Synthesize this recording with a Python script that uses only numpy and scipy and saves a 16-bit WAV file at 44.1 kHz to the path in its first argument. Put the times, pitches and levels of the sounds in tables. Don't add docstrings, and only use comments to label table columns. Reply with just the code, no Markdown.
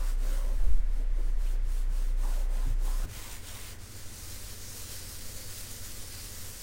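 import sys
import numpy as np
from scipy import signal
from scipy.fft import rfft, irfft, next_fast_len
from scipy.io import wavfile
from scipy.ndimage import uniform_filter1d, map_coordinates

SR = 44100
rng = np.random.default_rng(int(sys.argv[2]) if len(sys.argv) > 2 else 0)


def digitize_waveform(pressure):
    field = np.atleast_2d(pressure).T
    bounded = np.clip(field, -1, 1)
    quanta = np.round(bounded * 32767).astype(np.int16)
    wavfile.write(sys.argv[1], SR, quanta)


N = 291942

# f/Hz, width/Hz, relative level/dB
WOOD_MODES = [(226, 59, 0), (357, 64, -1.5), (508, 99, 0), (857, 120, -2.5), (1034, 98, -2),
              (1520, 490, -8)]
CUT_S = 3.052
TURN_S = 0.033
UNEVEN_DB, UNEVEN_PER_S = 0.76, 15


def amp(db):
    return 10 ** (np.asarray(db) / 20)


def unit(x):
    return x / np.sqrt(np.mean(x ** 2) + 1e-20)


def clock():
    return np.arange(N) / SR


def during(start, end, fade_s=0.012):
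    return np.clip(np.minimum(clock() - start, end - clock()) / fade_s + 1, 0, 1)


def wobble(rate):
    coarse = np.arange(0, N / SR + .01, .001)
    knots = rng.standard_normal(int(N * rate / SR) + 4)
    return np.interp(clock(), coarse, map_coordinates(knots, [coarse * rate]))


def filtered(x, response):
    size = next_fast_len(N + SR // 2)
    return irfft(rfft(x, size) * response(np.fft.rfftfreq(size, 1 / SR)), size)[:N]


def coloured(x, spectrum):
    f, db = np.transpose(spectrum)
    return unit(filtered(x, lambda hz: amp(np.interp(np.log(hz + 1), np.log(f), db))))


def band(centre_hz, width_hz):
    def lowpass(f):
        return 1 / (1 + (2 * f / width_hz) ** 2)
    real, imag = (filtered(rng.standard_normal(N), lowpass) for _ in range(2))
    phase = 2 * np.pi * np.cumsum(centre_hz) / SR
    return unit(real * np.cos(phase) + imag * np.sin(phase))


def stroke(start, length, db, easing_db, turn_s, speed_up_s=0.096, slow_down_s=0.084):
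    age = clock() - start
    speed = np.clip(np.minimum((age + turn_s) / speed_up_s, (length - age + turn_s) / slow_down_s), 0, 1)
    along = np.clip(age / length, 0, 1)
    return speed * amp(db - easing_db * (along - .5))


def together_db(gains):
    return 10 * np.log10(sum(gain ** 2 for gain in gains) + 1e-9)


def friction(slips_per_s, clump_db, patchy_db):
    slips = rng.standard_normal(N) * np.sqrt(rng.poisson(slips_per_s / SR, N))
    spectra = signal.stft(slips * amp(clump_db * wobble(140)), nperseg=512)[2]
    folds = uniform_filter1d(rng.standard_normal(spectra.shape), size=5, axis=0)
    folds = uniform_filter1d(folds, size=14, axis=1)
    return signal.istft(spectra * amp(patchy_db * unit(folds)), nperseg=512)[1][:N]


def stroke_hiss(slips, spectrum, level_db, usual_db, brighten):
    hiss = coloured(slips, spectrum)
    top = filtered(hiss, lambda f: 1 - 1 / (1 + (f / 9000) ** 4))
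    return amp(level_db) * (hiss - top + top * amp(brighten * (level_db - usual_db)))


def boards(rubbing):
    def response(f):
        return sum((-1) ** k * amp(db) * 1j * f * width / (hz * hz - f * f + 1j * f * width)
                   for k, (hz, width, db) in enumerate(WOOD_MODES))
    return filtered(rubbing, response)


def end_board():
    # t/s, length/s, hiss level/dB, wood level/dB, easing over the stroke/dB
    strokes = [(-.1, 0.25, -51, -51.5, 0.5), (0.192, .64, -55, -57, 14.5), (0.873, 0.16, -60.5, -65, -4),
               (1.145, 0.2, -59, -63, 4), (1.374, 0.19, -55, -59.5, 1), (1.647, 0.21, -54.5, -62, -1),
               (1.894, 0.24, -54, -58, 2), (2.18, 0.28, -50.8, -53, 2), (2.501, .26, -53, -53.5, 6.5),
               (2.791, .4, -48, -50, -6.5)]
    # f/Hz, relative level/dB
    colour = [(300, -14), (1200, -3.5), (2500, -2), (4000, -2), (6500, -1), (9500, -0.5), (11000, -5.5),
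              (15800, -6)]
    hiss_db = together_db(stroke(s, length, db, ease, TURN_S) for s, length, db, _, ease in strokes)
    wood_db = together_db(stroke(s, length, db, ease, turn_s=.038) for s, length, _, db, ease in strokes)
    slips = friction(slips_per_s=80000, clump_db=0.2, patchy_db=1.04)
    hiss_db += UNEVEN_DB * wobble(UNEVEN_PER_S)
    hiss = stroke_hiss(slips, colour, hiss_db, usual_db=-60, brighten=0.08)
    rubbing = friction(slips_per_s=8000, clump_db=-0.2, patchy_db=2.6)
    murmur = amp(wood_db) * unit(boards(rubbing))
    return (hiss + murmur) * during(0, CUT_S)


def machine_tones(lines, waver_db, drift_rad):
    out = np.zeros(N)
    for hz, db in lines:
        peak = np.sqrt(2) * amp(db + waver_db * wobble(7))
        phase = 2 * np.pi * (hz * clock() + rng.random()) + drift_rad * wobble(4)
        out += peak * np.sin(phase)
    return out


def deep_hum(whir_start_hz=107, climb_hz_per_s=8.2, fade_db_per_s=1.5):
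    # f/Hz, rms level/dB
    lines = [(30, -27), (56, -53), (60, -58), (90, -61), (240, -70)]
    whir_hz = whir_start_hz + climb_hz_per_s * clock()
    whir_db = -54 - fade_db_per_s * clock() + 0.73 * wobble(4.3)
    whir = amp(whir_db) * np.sin(2 * np.pi * np.cumsum(whir_hz) / SR)
    hum = machine_tones(lines, waver_db=0.5, drift_rad=0.022)
    return (hum + whir) * during(0.0098, CUT_S - .01)


def room_tone():
    # f/Hz, relative level/dB
    colour = [(10, 19), (25, 8.5), (55, 10), (75, -0.5), (115, 2), (160, -8.5), (250, -8), (520, -10),
              (750, -16.5), (2000, -16.5), (3000, -24.5), (8000, -31), (15800, -40)]
    return amp(-44.5) * coloured(rng.standard_normal(N), colour)


def draught(gust_s=0.693, gust_width_s=0.06, eddy_width_s=0.51):
    # f/Hz, relative level/dB
    colour = [(4, -24), (8, 4), (12, -2), (20, -18.5), (35, -27), (55, -17.5), (90, -42.5), (150, -51.5),
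              (800, -85)]
    since = clock() - gust_s
    gust = amp(-16) * np.exp(-.5 * (since / gust_width_s) ** 2)
    eddies = amp(-32) * np.exp(-.5 * (since / eddy_width_s - .5) ** 2)
    return (gust + eddies + amp(-48)) * coloured(rng.standard_normal(N), colour)


def drags(sharpness=3.9):
    # t/s, length/s, level/dB, starting f/Hz, final f/Hz
    swells = [(0.26, 0.3, -52.5, 531, 553), (0.287, 0.11, -55.5, 1504, 1352), (2.23, 0.11, -54, 960, 950),
              (2.32, .11, -53.5, 643, 499), (3.22, .13, -56, 956, 985), (4.602, .14, -53, 6460, 6330),
              (4.87, 0.27, -56, 4910, 5050), (6.108, 0.13, -52, 4650, 4800)]
    out = np.zeros(N)
    for start, length, db, start_hz, end_hz in swells:
        along = np.clip((clock() - start) / length, 0, 1)
        swell = np.sqrt(4 * along * (1 - along))
        out += amp(db) * swell * band(start_hz + (end_hz - start_hz) * along, start_hz / sharpness)
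    return out


def knocks(attack_s=0.0057, sharpness=4):
    # t/s, level the decay starts from/dB, centre f/Hz, t60/s
    thumps = [(.305, -45, 298, 0.17), (.63, -51, 306, 0.23), (0.989, -47, 266, 0.13),
              (.996, -48.5, 523, .18), (1.175, -48, 577, 0.13), (1.185, -44, 335, 0.15),
              (1.456, -50, 2900, .13), (1.535, -47, 437, .17), (2.232, -40.5, 920, 0.14),
              (2.645, -45, 255, 0.31), (2.66, -38.5, 101.5, 0.59), (3.044, -38, 274, .065),
              (3.05, -39, 107, 0.44)]
    out = np.zeros(N)
    for start, db, hz, t60 in thumps:
        age = np.maximum(clock() - start, 0)
        envelope = amp(db - 60 * age / t60) * (1 - np.exp(-age / attack_s))
        noise = rng.standard_normal(N)
        ring = filtered(noise, lambda f: 1 / (1 + (sharpness * np.log2((f + 1) / hz)) ** 2))
        out += envelope * unit(ring)
    return out


def fan(until_s=6.53):
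    # f/Hz, rms level/dB
    lines = [(35.5, -52), (86.8, -52), (104.5, -56.5), (119, -71), (208.5, -65), (240, -67), (316, -69),
             (420, -73)]
    return machine_tones(lines, waver_db=1.5, drift_rad=0.48) * during(CUT_S, until_s)


def hull_side():
    # t/s, length/s, hiss level/dB, easing over the stroke/dB
    strokes = [(3.085, 0.31, -44.5, -1), (3.418, 0.34, -45, 2)]
    # f/Hz, relative level/dB
    colour = [(300, -4), (700, -3.5), (1000, -0.5), (1400, -2), (2100, 0.5), (3500, -1), (5500, -1),
              (9500, 0), (11000, -7), (15800, -3.5)]
    hiss_db = together_db(stroke(*row, TURN_S) for row in strokes)
    hiss = coloured(friction(slips_per_s=40000, clump_db=0.5, patchy_db=1.1), colour)
    return amp(hiss_db) * hiss * during(CUT_S, 3.78)


def bottom_panel(full_reach_s=4.42, circle_s=0.585, reach_db=0.17):
    # t/s, hiss level/dB
    effort = [(3.79, -55), (3.84, -51), (4.03, -49.5), (4.27, -46.5), (5.05, -45), (6.05, -46),
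              (6.62, -45.3)]
    # f/Hz, relative level/dB
    colour = [(300, -22), (800, -9.5), (1600, -4), (3200, -4), (4700, 0), (7500, -0.5), (9500, -0.5),
              (11000, -6), (15800, -5.5)]
    effort_db = np.interp(clock(), *np.transpose(effort))
    reach = np.cos(2 * np.pi * (clock() - full_reach_s) / circle_s)
    hiss_db = effort_db + reach_db * reach + UNEVEN_DB * wobble(UNEVEN_PER_S)
    slips = friction(slips_per_s=80000, clump_db=0.6, patchy_db=1)
    hiss = stroke_hiss(slips, colour, hiss_db, usual_db=-50, brighten=0.61)
    swish = amp(hiss_db - 11.5) * band(centre_hz=5814 - 551 * reach, width_hz=2600)
    panel_hz = np.full(N, WOOD_MODES[2][0])
    murmur = amp(hiss_db - 22.5 + 3.2 * wobble(8)) * band(panel_hz, width_hz=130)
    return (hiss + swish + murmur) * during(3.79, N / SR)


def garage(x, tail_db, wall_db):
    # f/Hz, t60/s
    decay = [(100, 0.18), (1000, 0.47), (5000, 0.12), (15000, 0.082)]
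    hz, t, spectra = signal.stft(rng.standard_normal(SR // 3), SR, nperseg=256)
    t60 = np.interp(hz, *np.transpose(decay))
    tail = signal.istft(spectra * amp(-60 * t / t60[:, None]), SR, nperseg=256)[1]
    response = amp(tail_db) * tail / np.linalg.norm(tail)
    delays_s = rng.uniform(.002, .016, size=6)
    response[(delays_s * SR).astype(int)] += amp(wall_db) * rng.choice([-1, 1], size=6)
    response[0] += 1
    return signal.fftconvolve(x, response / np.linalg.norm(response))[:N]


def scene():
    rag = garage(end_board() + hull_side() + bottom_panel(), tail_db=-19.0, wall_db=-19.5)
    return (rag + knocks() + drags() + deep_hum() + fan() + room_tone() + draught())[None]


def record(dry, top_hz=15850):
    return np.array([filtered(channel, lambda hz: hz < top_hz) for channel in dry])


dry = scene()
out = record(dry)
digitize_waveform(out)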